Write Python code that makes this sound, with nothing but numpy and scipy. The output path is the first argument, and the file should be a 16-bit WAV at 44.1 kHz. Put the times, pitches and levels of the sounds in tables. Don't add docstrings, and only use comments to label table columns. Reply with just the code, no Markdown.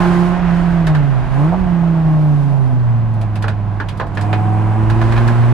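import sys
import numpy as np
from scipy import signal
from scipy.fft import rfft, irfft
from scipy.io import wavfile
from scipy.ndimage import uniform_filter1d

SR = 44100
rng = np.random.default_rng(int(sys.argv[2]) if len(sys.argv) > 2 else 0)


def pcm_store(signal):
    levels = np.round(np.clip(np.atleast_2d(signal), -1, 1) * 32767)
    wavfile.write(sys.argv[1], SR, levels.astype(np.int16).T)


N = 243873
TIME_S = np.arange(N) / SR
BINS_HZ = np.fft.rfftfreq(N, 1 / SR)

# time [s], firing_rate [Hz]
FIRING_RATE = [(0, 175.1), (.19, 174.2), (.39, 177.4), (.5, 171), (.62, 172.6), (.78, 169.5), (1.14, 130.7),
               (1.28, 124.8), (1.42, 146.2), (1.575, 187.4), (1.75, 170.8), (1.9, 166.3), (2.3, 148.3),
               (2.74, 125), (3, 115.2), (3.33, 105.8), (4.05, 100.5), (4.18, 101.6), (4.3, 105.1),
               (4.85, 109.3), (5.2, 115.8), (5.53, 120)]
# time [s], opening [0-1]
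THROTTLE = [(0, 0.97), (.27, 0.75), (.42, 0), (1.28, 0), (1.38, 0.62), (1.47, 0.52), (1.56, 0.13),
            (4.1, 0.01), (4.25, 0.87), (5.53, 0.95)]
# time [s], relative_roar [dB], relative_hiss [dB]
ROAD_LEVELS = [(0, -32, -49), (.25, -36.5, -51.5), (.42, -34.5, -58), (.55, -33.5, -51.5), (.8, -36.5, -56),
               (1.3, -38.5, -57.5), (1.9, -40.5, -59.5), (2.4, -44.5, -56), (3.05, -46, -64),
               (4.1, -45.5, -64.5), (4.75, -43, -67.5), (5.1, -37.5, -55), (5.53, -39, -58.5)]

# frequency [Hz], relative_density [dB per Hz]
TYRE_HUM = [(30, -30), (65, -4.5), (100, 0), (160, 3), (220, -5), (320, -9), (600, -39), (1200, -70.5)]
# frequency [Hz], relative_density [dB per Hz]
BODY_RUMBLE = [(10, -28), (24, -5), (44, 3.5), (60, -9), (90, -5), (150, -22.5), (220, -25), (400, -55),
               (1000, -84)]
# time [s], half_length [s], lift [dB]
ROAD_BUMPS = [(.83, .07, 4), (1.28, .08, 4), (1.63, .04, 11), (2.14, .06, 4)]
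# start [s], length [s], pitch [Hz]
KERB = (4.79, .52, 56)
# frequency [Hz], relative_density [dB per Hz]
ROAR_SPECTRUM = [(60, -6.5), (170, 11), (260, -6), (370, 7.5), (470, -7), (700, 6), (1050, -0.5), (1300, 2),
                 (1650, -0.5), (2100, -6.5), (2700, -10.5), (4200, -23), (6500, -31.5), (14000, -63.5)]
# frequency [Hz], relative_density [dB per Hz]
HISS_SPECTRUM = [(400, -13), (1500, 6.5), (3000, 4), (4400, 4), (5600, -1.5), (8000, -4.5), (10200, -6),
                 (12000, -13), (14000, -19.5), (16000, -24.5)]
# frequency [Hz], likeness [0-1]
STEREO_LIKENESS = [(20, .88), (150, 0.82), (400, 0.65), (1000, 0.85), (2000, 0.65), (4000, 0.39),
                   (9000, .2), (13000, 0.25)]

# time [s], relative_strength [dB], brightness [dB per octave], struck_spot_pitch [Hz]
GRIT_HITS = [(0.8683, -29, 2, 1600), (0.9489, -28.5, -1.5, 1595), (3.1381, -67.5, 11.5, 4000),
             (3.2131, -47, 6.5, 2500), (3.3556, -40, 4, 2500), (3.4231, -34, 3, 900),
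             (3.4399, -29, -6, 1400), (3.481, -28, -.5, 1500), (3.8004, -28, -4, 1600),
             (3.886, -36, 3.5, 3000), (3.9727, -53, 8, 1100), (3.998, -25.5, -4, 1099),
             (4.011, -33, -13, 1601), (4.026, -41.5, -12, 1200), (4.0678, -57, 7, 1500),
             (4.15, -53, 6, 7000), (4.172, -27, -3, 1570), (4.211, -38, 3.5, 7500), (4.329, -24, -3, 2520),
             (4.8989, -32, 1.5, 1500), (5.0145, -26.5, -2, 1100), (5.122, -28, -1, 1655),
             (5.1633, -33, -1, 2500), (5.1772, -28, -2, 1000), (5.2766, -31, 2.5, 1700)]
# frequency [Hz], relative_level [dB]
STONE_COLOUR = [(100, -5), (400, 14), (800, 13.5), (1150, 11), (1600, 8.5), (2500, 7), (4200, 0),
                (7000, -8.5), (11000, -11), (15500, -30)]
# frequency [Hz], width [Hz], lift [dB]
ARCH_MODES = [(665, 220, 0.5), (1040, 81, 6), (1455, 220, 5.5), (1665, 100, 5), (1737, 136, 8),
              (2470, 160, 3), (4060, 1600, 4), (4740, 260, 1.5)]
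# frequency [Hz], t60 [s]
ARCH_RING = [(300, 0.27), (1500, 0.14), (4000, 0.14), (9000, 0.11), (15000, 0.05)]
# start [s], length [s], pitch [Hz], relative_level [dB]
BRAKE_WHISTLES = [(.93, .36, 9480, -70), (1.26, .14, 10664, -62), (1.38, .14, 9480, -72),
                  (2.1, .42, 9480, -69), (2.46, .3, 9480, -65)]

# frequency [Hz], relative_density [dB per Hz]
INTAKE_SPECTRUM = [(100, -37.5), (600, -15.5), (1500, 8), (2500, 7.5), (3500, -11), (5500, -14), (8500, -8),
                   (11000, -17), (15000, -36)]
# firing_rate_multiple, panel [Hz], width [Hz], shut [dB], open [dB]
PANEL_DRONES = [(1.6, 169, 5.4, -50.5, -25), (7, 736, 29, -49, -24.5), (6, 1050, 26, -48.5, -30.5),
                (7, 1100, 58, -41, -29), (9, 1030, 92, -48.5, -35), (5, 872, 44, -50.5, -34),
                (5, 740, 220, -41, -40.5), (5, 581, 44, -48, -34), (4, 740, 70, -33.5, -36),
                (4, 642, 110, -38.5, -36)]
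# frequency [Hz], relative_density [dB per Hz]
BURBLE_SPECTRUM = [(100, -61.5), (400, -31.5), (590, -2.5), (720, 3), (850, -9.5), (1100, -11),
                   (1600, -35.5), (6000, -93.5)]
# time [s], half_length [s], lift [dB]
EXHAUST_SPITS = [(.39, 0.026, 6), (1.54, 0.031, 17)]
# time [s], half_length [s], lift [dB]
BLIP_BARKS = [(1.43, 0.042, 4.5)]

# frequency [Hz], relative_level [dB]
PIPE_COLOUR = [(35, -22), (70, -1), (105, -3.5), (135, 9.5), (165, 8.5), (210, -4), (290, 2.5), (460, -2.5),
               (600, -0.5), (900, -0.5), (1100, 0), (1400, -18.5), (2000, -30.5)]
# frequency [Hz], width [Hz], lift [dB]
PANEL_MODES = [(713, 25, 4.5), (845, 20, 10), (1000, 75, 4.5)]
# frequency [Hz], left_minus_right [dB], left_lead [rad]
CABIN_WAVES = [(101, -7.5, -.47), (105, -3, -.54), (117, -2.5, -1.18), (124, -2.5, -1.9), (131, -10, -2.5),
               (140, -8, -1.3), (155.5, .5, -.86), (164, -4.5, -.25), (171, -8, -.4), (186, -9.5, -1.2)]
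# frequency [Hz], level [dB]
BOOM_RESPONSE = [(100, -26), (103, -19.5), (108, -17), (119, -15), (127, -18.5), (134, -17), (143, -13.5),
                 (155, -12), (172, -14), (186, -19.5)]
# frequency [Hz], relative_shut [dB], relative_open [dB]
OVERTONE_RESPONSE = [(200, -37, -32.5), (234.6, -30.5, -24.5), (242, -39, -29), (250.4, -27.5, -28.5),
                     (266, -44, -24), (276.5, -33.5, -27.5), (324, -30, -21), (331, -32, -15),
                     (355.5, -40, -21.5), (366, -34, -30), (408, -27, -32.5), (467, -33.5, -27.5),
                     (534, -36.5, -32)]
OVERTONE_LEAD = {2: -0.42, 3: 0.45}
# time [s], half_length [s], change [dB]
LOAD_SAGS = [(.4, 0.013, -4), (1.27, 0.077, -7), (3.94, 0.14, -3.5)]


def amp(db):
    return 10 ** (np.asarray(db) / 20)


def unit(x):
    return x / np.sqrt(np.mean(x ** 2) + 1e-20)


def curves(rows):
    time_s, *columns = np.transpose(rows)
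    return [np.interp(TIME_S, time_s, column) for column in columns]


def read(points, hz, column=1):
    table = np.transpose(points)
    return np.interp(np.log(hz + 1), np.log(table[0] + 1), table[column])


def peaks(modes, hz):
    return sum(db / (1 + (2 * (hz - mode_hz) / width_hz) ** 2) for mode_hz, width_hz, db in modes)


def pan(left_minus_right_db):
    gains = amp(np.array([[left_minus_right_db], [-left_minus_right_db]]) / 2)
    return gains / gains.mean()


def swells(rows):
    return sum(db * np.exp(-((TIME_S - s) / half_s) ** 2) for s, half_s, db in rows)


def drift(knots_per_s, count=1):
    knots = rng.standard_normal((count, 4096))
    return np.array([unit(np.interp(TIME_S * knots_per_s, np.arange(len(k)), k)) for k in knots])


def alike_spectra(size, bins_hz):
    a, b = rfft(rng.standard_normal((2, size)))
    same = read(STEREO_LIKENESS, bins_hz)
    return np.array([a, same * a + np.sqrt(1 - same ** 2) * b])


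def noise(spectrum, right_late_s=1.5e-5):
    pair = alike_spectra(N, BINS_HZ)
    pair[1] *= np.exp(-2j * np.pi * BINS_HZ * right_late_s)
    pair = irfft(pair * amp(read(spectrum, BINS_HZ)), N)
    return pair / np.std(pair.mean(0))


def pedal():
    return np.clip(curves(THROTTLE)[0], 0, 1)


def tyres(level_db=-34.5):
    return pan(-3.8) * amp(level_db) * noise(TYRE_HUM)


def rumble(road_db, gain_db=-29.0, road_share=0.55, power_db=-2.5, kerb_db=5.5, uneven_db=1.0,
           waver_hz=2.07, drum_share=0.75):
    start_s, length_s, drum_hz = KERB
    kerb = np.clip(3 * np.sin(np.pi * np.clip((TIME_S - start_s) / length_s, 0, 1)), 0, 1)
    share = drum_share * kerb
    drum = np.sqrt(2) * np.sin(2 * np.pi * np.cumsum(drum_hz + waver_hz * drift(9.3)[0]) / SR)
    shake = noise(BODY_RUMBLE)
    shake /= np.sqrt(uniform_filter1d(shake.mean(0) ** 2, size=9000))
    db = gain_db + road_share * (road_db - road_db.mean()) + power_db * pedal()
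    db = db + kerb_db * kerb + swells(ROAD_BUMPS) + uneven_db * drift(6.5)[0]
    return pan(-3.0) * amp(db) * (np.sqrt(1 - share ** 2) * shake + share * drum)


def air(road_db, hiss_db, angle, roar_gain_db=7.1, hiss_gain_db=4.0, open_roar_db=3.5, open_hiss_db=5.5,
        roar_puff=0.057, hiss_puff=0.08, lope=0.025, gust_db=0.5):
    throttle = pedal()
    puffs = np.cos(angle) + 0.5 * np.cos(2 * angle)
    uneven = (1 + lope * np.cos(angle / 5)) * amp(gust_db * drift(40)[0])
    roar_level = amp(road_db + open_roar_db * throttle + roar_gain_db)
    hiss_level = amp(hiss_db + open_hiss_db * throttle + hiss_gain_db)
    roar = pan(-2.5) * roar_level * noise(ROAR_SPECTRUM) * (1 + roar_puff * puffs)
    hiss = pan(-0.8) * hiss_level * noise(HISS_SPECTRUM) * (1 + hiss_puff * puffs)
    return uneven * (roar + hiss)


def grit(gain_db=-0.5, spot_db=6.5, spot_width=0.41, pivot_hz=1600, rise_s=0.00037, crack=0.23,
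         crack_s=0.0056, size=8192):
    out = np.zeros((2, N + size))
    t_s, bins_hz = np.arange(size) / SR, np.fft.rfftfreq(size, 1 / SR)
    octaves = np.log2(np.clip(bins_hz, 1000, 9000) / pivot_hz)
    attack = (1 - np.exp(-t_s / rise_s)) * (1 + crack * np.exp(-t_s / crack_s))
    for time_s, strength_db, bright_db, spot_hz in GRIT_HITS:
        modes = ARCH_MODES + [(spot_hz, spot_width * spot_hz, spot_db)]
        colour_db = read(STONE_COLOUR, bins_hz) + bright_db * octaves + peaks(modes, bins_hz)
        burst = irfft(alike_spectra(size, bins_hz) * amp(strength_db + gain_db + colour_db))
        band_hz, age_s, bands = signal.stft(burst, SR, nperseg=256)
        decay = np.exp(-np.log(1000) * age_s / read(ARCH_RING, band_hz)[:, None])
        ring = signal.istft(bands * decay, SR)[1][:, :size]
        start = round(time_s * SR)
        out[:, start:start + size] += ring * attack
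    return pan(-2.2) * out[:, :N]


def brakes(gain_db=2.5, waver_hz=45):
    out = np.zeros((2, N))
    for start_s, length_s, pitch_hz, db in BRAKE_WHISTLES:
        press = np.sqrt(np.sin(np.pi * np.clip((TIME_S - start_s) / length_s, 0, 1)).clip(0))
        whistle_hz = pitch_hz + waver_hz * drift(200, count=2)
        out += amp(db + gain_db) * press * np.sin(2 * np.pi * np.cumsum(whistle_hz, axis=1) / SR)
    return out


def intake(angle, gain_db=-45.5, puff=0.19, bark_share=0.85):
    level = amp(gain_db + bark_share * swells(BLIP_BARKS)) * pedal()
    return pan(-1.5) * level * noise(INTAKE_SPECTRUM) * (1 + puff * np.cos(angle))


def cabin(x, wet=0.25, decay_s=0.008, size=1300):
    t_s = np.arange(size) / SR
    echoes = rng.standard_normal((2, size)) * np.exp(-t_s / decay_s) * (t_s > 0.001)
    echoes = signal.sosfilt(signal.butter(2, 1800, "high", fs=SR, output="sos"), echoes)
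    return x + wet * signal.oaconvolve(x, echoes / np.linalg.norm(echoes[0]), axes=1)[:, :N]


def drones(hz, angle, bark_share=0.47, side_lead_rad=0.4, waver=0.35):
    throttle, out = pedal(), np.zeros((2, N))
    for multiple, panel_hz, width_hz, shut_db, open_db in PANEL_DRONES:
        level = amp(shut_db + throttle * (open_db - shut_db))
        response = level / np.sqrt(1 + (2 * (multiple * hz - panel_hz) / width_hz) ** 4)
        a, b = waver * drift(25, count=2)
        turn = multiple * angle + 2 * np.pi * rng.random() + side_lead_rad * np.array([[1], [-1]])
        out += response * ((1 + a) * np.cos(turn) + b * np.sin(turn))
    return np.sqrt(2) * pan(-2.6) * amp(bark_share * swells(BLIP_BARKS)) * out


def burble(hz, angle, gain_db=-41.5, per_octave_db=6.5, puff=0.58, uneven_db=3.5):
    db = gain_db + per_octave_db * np.log2(hz / hz.mean()) + swells(EXHAUST_SPITS)
    level = (1 - pedal()) * amp(db + uneven_db * drift(30)[0])
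    return pan(-1.3) * level * noise(BURBLE_SPECTRUM) * (1 + puff * np.cos(angle))


def effort(hz, shut_db=-35.0, open_db=-25.0, shut_per_octave_db=7.5, open_per_octave_db=4.5):
    throttle, octaves = pedal(), np.log2(hz / hz.mean())
    shut = (1 - throttle) * (shut_db + shut_per_octave_db * octaves)
    opened = throttle * (open_db + open_per_octave_db * octaves)
    return shut + opened + swells(BLIP_BARKS)


def growl(hz, level_db, angle, gain_db=-17.5, lope_db=-44.0, lope_shut_db=0.5, firing_open_db=3.0,
          crank_db=2.5, rough=0.85, steadying=0.74, rough_per_s=18, side_lead_rad=0.45, count=62):
    step, cylinders = 64, 5
    slow_s, paths = TIME_S[::step], np.zeros((2, N), complex)
    throttle, slow_hz = pedal()[::step], hz[::step]
    ragged = rough * (1 - steadying * throttle)
    lope = lope_db + lope_shut_db * (1 - throttle)
    cycle = np.exp(1j * angle / cylinders)
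    wave = cycle.copy()
    for k in range(2, count + 1):
        wave = wave * cycle
        firing = k % cylinders == 0
        if firing and k // cylinders <= 3:
            continue
        line_hz = slow_hz * k / cylinders
        db = lope if k < 2 * cylinders else level_db[::step] + gain_db
        db = db + read(PIPE_COLOUR, line_hz) + peaks(PANEL_MODES, line_hz)
        db = db + firing * firing_open_db * throttle + crank_db * (k % 2 == 0)
        knots = rng.standard_normal((2, 512))
        swell, sway = (np.interp(slow_s * rough_per_s, np.arange(len(v)), v) for v in knots)
        size = amp(db) * (1 + ragged * (swell + 1j * sway)) * np.exp(2j * np.pi * rng.random())
        paths[rng.integers(2)] += np.interp(TIME_S, slow_s, size) * wave
    lead = np.exp(1j * side_lead_rad)
    return pan(-3.0) * (paths * lead + paths[::-1] / lead).real


def boom(hz, angle, open_db=2.5, open_per_octave_db=-2.0, flutter=0.088, overtone_flutter=0.23,
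         third_shut_db=-12.0, third_open_db=-8.0, bark_share=0.79, lean_db=-2.0, lean_per_octave_db=7.0):
    throttle, octaves = pedal(), np.log2(hz / hz.mean())
    sag_db = swells(LOAD_SAGS)
    tilt_db, lead_rad = read(CABIN_WAVES, hz), read(CABIN_WAVES, hz, column=2)
    sides = np.array([[0.5], [-0.5]])
    ears = amp(sides * tilt_db) * np.exp(1j * sides * lead_rad)
    ears /= abs(ears.mean(0))
    db = read(BOOM_RESPONSE, hz) + throttle * (open_db + open_per_octave_db * octaves) + sag_db
    out = amp(db) * (1 + flutter * drift(45)[0]) * (ears * np.exp(1j * angle)).real
    lean = amp(sides * (lean_db + lean_per_octave_db * octaves))
    third_db = (1 - throttle) * third_shut_db + throttle * third_open_db
    for k in (2, 3):
        shut_db, overtone_open_db = (read(OVERTONE_RESPONSE, k * hz, column) for column in (1, 2))
        db = (1 - throttle) * shut_db + throttle * overtone_open_db
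        db = db + (k == 3) * third_db + sag_db + bark_share * swells(BLIP_BARKS)
        a, b = overtone_flutter * drift(35, count=2)
        turn = k * angle + OVERTONE_LEAD[k] * sides
        out += lean * amp(db) * ((1 + a) * np.cos(turn) + b * np.sin(turn))
    return np.sqrt(2) * out


def scene():
    hz, = curves(FIRING_RATE)
    road_db, hiss_db = curves(ROAD_LEVELS)
    angle = 2 * np.pi * np.cumsum(hz) / SR
    background = tyres() + rumble(road_db)
    bright = cabin(air(road_db, hiss_db, angle) + grit() + intake(angle))
    engine = drones(hz, angle) + burble(hz, angle) + growl(hz, effort(hz), angle) + boom(hz, angle)
    return background + bright + brakes() + engine


def record(dry, edge_hz=15800):
    soft = dry * signal.windows.tukey(N, 0.0015)
    lowpass = signal.firwin(511, edge_hz, window=("kaiser", 9), fs=SR)
    return signal.oaconvolve(soft, lowpass[None], "same")


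dry = scene()
out = record(dry)
pcm_store(out)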